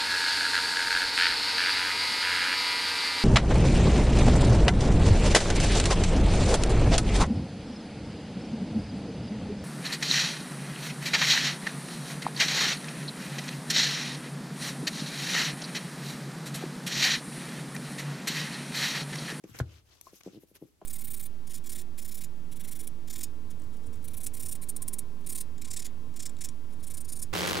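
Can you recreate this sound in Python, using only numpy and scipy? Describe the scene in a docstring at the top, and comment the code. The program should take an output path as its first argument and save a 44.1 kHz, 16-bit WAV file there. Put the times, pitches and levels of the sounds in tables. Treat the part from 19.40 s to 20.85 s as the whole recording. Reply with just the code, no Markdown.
"""A soft hollow knock and a papery tick come first: trading cards handled close to the microphone, over a desk.
A stack is then set down with a clack and a low boom of desk and room, made by short pushes that ring tuned modes.
Cards and hands slide or lightly touch in short papery strokes of grainy noise, and an edge snaps past another.
The held cards knock as fingers shift and slip on them (gliding bursts of sine), and glossy faces chirp once.
Behind it lie the short tail and faint steady noise of a small room."""
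import sys
import numpy as np
from scipy import signal
from scipy.io import wavfile

SR = 44100
rng = np.random.default_rng(int(sys.argv[2]) if len(sys.argv) > 2 else 0)


def to_wav(sig):
    """Store sig (one row per channel, or 1-D mono) as 16-bit WAV at the path in sys.argv[1].

    Samples outside -1..1 are clipped; the rate is SR.
    """
    pcm = np.clip(np.atleast_2d(sig), -1, 1) * 32767
    pcm = np.round(pcm).astype(np.int16)
    wavfile.write(sys.argv[1], SR, pcm.T)  # frames by channels


N = 63945
TIME = np.arange(N) / SR


def from_db(db):
    """Decibels to gain."""
    return 10 ** (np.asarray(db) / 20)


def rms_one(x):
    """Scale to rms 1."""
    return x / np.sqrt(np.mean(x ** 2) + 1e-20)


def at_hz(points, hz):
    """Read a table on a log-frequency axis."""
    table = np.array(points)
    return np.interp(np.log(hz), np.log(table[:, 0]), table[:, 1])


def pan(db):
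    """Left and right gains; positive dB leans left."""
    return from_db([[db / 2], [-db / 2]])


def drift(rate_hz):
    """Smooth random wandering with spread 1: noise through two equal low-passes."""
    r = np.exp(-2 * np.pi * rate_hz / SR)
    wander = signal.lfilter([1], [1, -2 * r, r * r], rng.standard_normal(2 * N))
    return rms_one(wander[N:])  # the first half lets the filter settle


def delayed(x, delay_s):
    """The same sound, later."""
    return np.interp(TIME - delay_s, TIME, x, left=0)


def echoed(x, echoes):
    """Add a few near reflections to each channel."""
    return x + np.array([sum(from_db(db) * delayed(side, s) for s, db in echoes) for side in x])


def contact(start_s, length_s):
    """A smooth push of unit impulse."""
    force = np.sin(np.pi * np.clip((TIME - start_s) / length_s, 0, 1)) ** 2
    return force / force.sum()


def filtered(x, order, edge_hz, kind):
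    """Butterworth filter."""
    return signal.sosfilt(signal.butter(order, edge_hz, kind, fs=SR, output="sos"), x)


def ring(force, modes):
    """A force sets a body's modes ringing, each a damped two-pole resonator."""
    out = 0
    for hz, db, t60 in modes:
        r = from_db(-60 / (t60 * SR))
        w = 2 * np.pi * hz / SR
        resonator = [1, -2 * r * np.cos(w), r * r]
        out = out + from_db(db) * signal.lfilter([0, np.sin(w)], resonator, force + 1e-18)
    return out


def noise_bands(likeness):
    """Third-octave stereo noise of rms 1: (centre Hz, width Hz, noise) for each band."""
    edges = np.geomspace(22, 17000, 29)
    white = rng.standard_normal((2, 2, N))
    for k, (low, high) in enumerate(zip(edges, edges[1:])):
        mid, side = filtered(white[k % 2], 2, [low, high], "band")  # neighbours use different noise
        hz = np.sqrt(low * high)
        alike = np.clip(at_hz(likeness, hz), -1, 1)
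        stereo = np.sqrt(1 + alike) * mid + np.sqrt(1 - alike) * side * [[1], [-1]]
        yield hz, high - low, rms_one(stereo)


# cards and hands sliding or lightly touching: peak t/s, rise/s, fall/s, level before grain/dB,
# tilt above 1 kHz/dB per octave, resonance f/Hz, left over right/dB
SLIDE_STROKES = [(0.039, 0.0011, 0.0056, -57.5, -4, 7050, 12.5), (.044, 0.0056, .022, -65, -4, 1350, -3),
                 (0.1472, 0.00081, 0.0013, -42.5, -9.8, 2540, 4), (.105, 0.04, 0.04, -60.5, -0.5, 1180, 2),
                 (0.158, 0.019, 0.046, -52.5, -1.5, 1900, 2.5),
                 (0.189, 0.0013, 0.0076, -40.5, -0.5, 5400, -1), (0.201, 0.015, 0.013, -52, -3, 1770, 16),
                 (0.303, 0.034, 0.051, -65, -5.5, 2670, -1), (.370, 0.12, 0.04, -62.5, -3, 4580, 5),
                 (0.529, 0.061, 0.077, -63.5, -3, 5070, 4), (0.65, 0.028, 0.079, -65, 4.5, 5370, 2.5),
                 (0.681, 0.024, 0.042, -62.5, -4.5, 5800, 4), (.748, 0.018, 0.054, -63.5, 0, 5640, 7.5),
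                 (.782, 0.06, 0.023, -63.5, 2, 11800, -2.5), (0.81, 0.0029, .005, -54.5, -2.8, 2500, 7),
                 (0.835, 0.0011, 0.0026, -52.5, 1.5, 5900, 2.5), (.856, 0.017, 0.051, -60, -4.1, 5940, 2),
                 (0.94, 0.033, 0.048, -64, -1.5, 3560, 4), (1.023, 0.019, 0.021, -65, 0, 11200, 3),
                 (1.079, 0.012, 0.04, -69.5, 2, 12000, 2), (1.161, 0.013, 0.013, -55, -2.03, 12300, 0.5),
                 (1.221, 0.029, 0.081, -72, -1, 12400, 6), (1.418, 0.0089, 0.041, -70.5, -4.5, 1220, 3)]
# colour of the rubbing before tilt and resonance: f/Hz, relative level/dB per Hz
FRICTION_COLOUR = [(150, 0.5), (400, 1), (750, -3.5), (1300, -1.5), (2200, -1), (3200, 3.5), (4200, -2.5),
                   (5800, 1), (8800, -5), (11500, -8.5), (13300, 25.5), (15500, -19.5)]
# how alike left and right are: f/Hz, correlation
FRICTION_LIKENESS = [(200, 0.3), (1500, 0.25), (3500, 0.083), (7000, 0.13), (12000, 0.28)]
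STROKE_RING_DB, STROKE_RING_OCTAVES = 6.5, 0.34  # height and width of the stroke's resonance
GRAIN_DB, GRAIN_HZ = 2, 1500  # fast roughness, common to all bands
PATCHY_DB, PATCHY_HZ = 2.54, 36.6  # slower wandering, separate in each band
SCRATCHES_PER_S, SCRATCH_DB, SCRATCH_S = 90, -4.5, 0.0011  # single catches that stand out of the hiss


def slides():
    """Each stroke or touch swells and fades with its own colour; tiny catches of the fibres make it grainy."""
    band_hz, width, bands = zip(*noise_bands(FRICTION_LIKENESS))
    hz = np.array(band_hz)
    colours, swells = [], []
    for peak_s, rise, fall, db, tilt_db, ring_hz, pan_db in SLIDE_STROKES:
        resonance = STROKE_RING_DB * np.exp(-.5 * (np.log2(hz / ring_hz) / STROKE_RING_OCTAVES) ** 2)
        tilt = tilt_db * np.log2(np.maximum(hz, 1000))
        power = width * from_db(at_hz(FRICTION_COLOUR, hz) + resonance + tilt) ** 2
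        colours.append(power / power.sum())
        shape = np.exp(-((TIME - peak_s) / np.where(TIME < peak_s, rise, fall)) ** 2)
        swells.append((from_db(db) * pan(pan_db) * shape) ** 2)
    swells = np.array(swells)
    hiss = 0
    for band, share in zip(bands, np.transpose(colours)):
        level = np.sqrt(np.tensordot(share, swells, 1) + 1e-20)  # the strokes add as powers
        hiss = hiss + band * level * from_db(PATCHY_DB * drift(PATCHY_HZ))
    catches = (rng.random(N) < SCRATCHES_PER_S / SR) + 1e-18
    scratches = signal.lfilter([1], [1, -np.exp(-1 / (SCRATCH_S * SR))], catches)
    grain = from_db(GRAIN_DB * drift(GRAIN_HZ))
    return hiss * (grain + from_db(SCRATCH_DB) * scratches)


# held cards flex and knock: t/s, level before wave gains/dB, f before ratio and glide/Hz, left over right/dB
CARD_KNOCKS = [(0.0385, -35.5, 375, 1.5), (0.0535, -49, 317, 6), (0.09, -51.5, 263, 16),
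               (0.73, -45.5, 412, 2), (0.8611, -33.5, 365, 1), (0.8727, -33, 410, 3), (0.8829, -50, 346, 9),
               (0.93, -47.5, 340, 1), (0.9441, -45, 359, -1.5), (.9540, -48, 338, 0),
               (.9630, -44.5, 324, 7), (0.972, -40.5, 325, -2), (0.985, -53, 318, 3),
               (1.0324, -47, 413, 4.5), (1.1120, -53, 407, 3), (1.2137, -47, 302, 1),
               (1.2216, -36.5, 373, 3), (1.2320, -46, 267, 7.5), (1.2500, -51, 324, -3),
               (1.4148, -43.5, 847, 3.5), (1.4172, -43.5, 662, -5.5), (1.4204, -46, 406, 7)]
# bending waves of one knock: pitch ratio, level/dB, cycles to the peak (before the glide)
KNOCK_WAVES = [(1.635, -7.5, 1.53), (0.996, 0, 1.2), (0.469, -9.5, 1.14)]
# reflections off the desk and the stacked boxes: delay t/s, level/dB
KNOCK_ECHOES = [(.0062, -15.5), (.0098, -10), (0.0155, -26), (0.0213, -20)]
KNOCK_SHAPE = 2.68  # higher is a narrower swell
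KNOCK_END_PITCH = 0.79  # share of the wave's pitch on which the glide settles
KNOCK_GLIDE, KNOCK_GLIDE_CYCLES = 0.65, 1.074  # extra share of pitch at the start, and how fast it goes


def knocks():
    """Bending waves in the damped cards: a few cycles that fall in pitch, the low ones last, then near echoes."""
    out = np.zeros((2, N))
    for start_s, db, hz, pan_db in CARD_KNOCKS:
        now = (TIME > start_s) & (TIME < start_s + .06)
        for ratio, wave_db, rise in KNOCK_WAVES:
            cycles = (TIME[now] - start_s) * hz * ratio
            age = cycles / rise
            swell = (age * np.exp(1 - age)) ** KNOCK_SHAPE
            glide = KNOCK_GLIDE * KNOCK_GLIDE_CYCLES * (1 - np.exp(-cycles / KNOCK_GLIDE_CYCLES))
            wave = swell * np.sin(2 * np.pi * (KNOCK_END_PITCH * cycles + glide))
            out[:, now] += from_db(db + wave_db) * pan(pan_db) * wave
    return echoed(out, KNOCK_ECHOES)


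# stack or hand meets the desk: t/s, clack push level/dB, thud push level/dB
DESK_LANDINGS = [(.1050, -80, -42.5), (0.15, -48.5, -44), (.2010, -24.5, -18), (0.619, -85, -65.5)]
# one corner lands just before the rest: offset t/s, level/dB
CLACK_TOUCHES = [(-.0008, -14), (.0004, -1)]
# ringing of the clack: f/Hz, level/dB, t60/s
CLACK_MODES = [(252, -42, 0.033), (366, -20, 0.12), (496, -1, 0.023), (645, -2.5, 0.017),
               (807, -9.5, 0.019), (1072, -7, 0.023), (1434, 1, .012), (1620, -13, 0.029),
               (2100, -30, 0.018), (3150, -17.5, 0.013)]
# low booming of the desk and the room: f/Hz, level/dB, t60/s
BOOM_MODES = [(61.5, -25, 0.64), (74.3, -26.5, .9), (81.07, -11, 0.34), (96.4, -18.5, 0.38),
              (108.5, -31.5, 1), (118.2, -0.5, .11), (132, -18, 0.1), (147.1, -24.5, 0.35),
              (228.5, -14.5, 0.093), (304, -28.5, 0.5), (336, -24.5, 0.48)]
CLACK_LAG_S, CLACK_CONTACT_S = 0.000077, 0.00023  # the left channel hears it later; length of the contact
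THUD_LAG_S, THUD_CONTACT_S = 0.00656, 0.0042
DESK_LOW_CUT_HZ = 82  # low cut of the microphone on the desk sound


def landings():
    """The stack's edge clacks on the desk; its weight follows as a soft push that makes desk and room boom."""
    taps, push = 0, 0
    for start_s, clack_db, thud_db in DESK_LANDINGS:
        for offset, touch_db in CLACK_TOUCHES:
            taps = taps + from_db(clack_db + touch_db) * contact(start_s + offset, CLACK_CONTACT_S)
        push = push - from_db(thud_db) * contact(start_s + THUD_LAG_S, THUD_CONTACT_S)
    clack = ring(taps, CLACK_MODES)
    thud = ring(push, BOOM_MODES)
    desk = np.array([delayed(clack, CLACK_LAG_S), clack]) * pan(-1.3) + thud * pan(2.1)
    return filtered(desk, 3, DESK_LOW_CUT_HZ, "high")


# ringing of a card's edge: f/Hz, relative level/dB, t60/s
EDGE_MODES = [(850, -21, 0.0053), (3900, -38, 0.0031), (4270, -5.5, 0.006), (6050, -1.5, 0.018),
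              (8800, -7, 0.0043), (11750, 5.5, 0.0096), (12530, -5, 0.0022), (14260, -3, .004)]
SNAP_S, SNAP_WIDTH_S, SNAP_PAN_DB = .6128, 0.00054, 5.5  # one card's edge snaps past the next
SNAP_CRACK_DB, SNAP_DB, SNAP_LOW_CUT_HZ = -37, -32, 3200  # dry scrape, ringing edge, low cut of the scrape


def snap():
    """About a millisecond of dry scraping, which also rings the card's edge."""
    scrape = rng.standard_normal((2, N)) * np.exp(-.5 * ((TIME - SNAP_S) / SNAP_WIDTH_S) ** 2)
    tick = ring(scrape, EDGE_MODES)
    crack = filtered(scrape + 1e-18, 2, SNAP_LOW_CUT_HZ, "high")
    tick = from_db(SNAP_DB) * tick / np.abs(tick).max()
    crack = from_db(SNAP_CRACK_DB) * crack / np.abs(crack).max()
    return pan(SNAP_PAN_DB) * (tick + crack)


# partials of the chirp: pitch ratio, level/dB
SQUEAK_PARTIALS = [(.33, -10.5), (.62, -8), (1.0, 3), (1.12, -25)]
SQUEAK_S, SQUEAK_DB, SQUEAK_HZ, SQUEAK_RISE_S = .6680, -47, 1066, 0.0028


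def squeak():
    """Glossy faces catch and chirp once: a brief pitched slip that swells for a few cycles and dies away."""
    t = np.maximum(TIME - SQUEAK_S, 0)
    tone = sum(from_db(db) * np.sin(2 * np.pi * ratio * SQUEAK_HZ * t) for ratio, db in SQUEAK_PARTIALS)
    swell = t / SQUEAK_RISE_S * np.exp(1 - t / SQUEAK_RISE_S)
    return from_db(SQUEAK_DB) * pan(5.6) * swell * tone


# tail of the small room in bands: low f/Hz, high f/Hz, t60/s, level/dB
ROOM_TAILS = [(207, 595, 0.36, -15.5), (446, 1940, 0.12, -14), (2630, 9000, 0.092, -14)]
ROOM_DELAY_S, ROOM_WIDTH = 0.0088, 1  # start of the tail; its side against mid


def room(x):
    """A short tail of decaying noise, independent in each channel; the low middle hangs longest."""
    tail = 0
    for low_hz, high_hz, t60, db in ROOM_TAILS:
        mid, side = rng.standard_normal((2, N))
        part = (mid + ROOM_WIDTH * side * np.array([[1], [-1]])) * (TIME > ROOM_DELAY_S)
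        part = part * from_db(-60 * TIME / t60)
        unit = part / np.sqrt(np.sum(part ** 2) / 2)
        tail = tail + from_db(db) * filtered(unit, 2, [low_hz, high_hz], "band")
    return signal.fftconvolve(x, tail, axes=1)[:, :N]


# colour of the still room: f/Hz, relative level/dB per Hz
FLOOR_COLOUR = [(25, -2), (60, 11), (110, 5.5), (200, -1.5), (350, -0.5), (700, -10.5), (1500, -14),
                (5000, -15.5), (11000, -16.5), (16000, -24.5)]
# how alike left and right are: f/Hz, correlation
FLOOR_LIKENESS = [(50, 0.3), (500, 0.23), (3000, 0.1), (12000, 0.052)]
FLOOR_DB = -69.5  # rms level


def floor():
    """The faint steady noise of the room, summed from weighted noise bands."""
    noise = 0
    for hz, width, band in noise_bands(FLOOR_LIKENESS):
        noise = noise + from_db(at_hz(FLOOR_COLOUR, hz)) * np.sqrt(width) * band
    return from_db(FLOOR_DB) * rms_one(noise)


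def scene():
    """Cards and desk close by, with the room behind."""
    cards = slides() + knocks() + squeak() + landings() + snap()
    return cards + room(cards) + floor()


CUTOFF_HZ = 16400


def record(dry):
    """The top is cut steeply by an elliptic low-pass."""
    steep = signal.ellip(10, .3, 70, CUTOFF_HZ, fs=SR, output="sos")  # ripple and stop depth in dB
    return signal.sosfilt(steep, dry)


dry = scene()
out = record(dry)
to_wav(out)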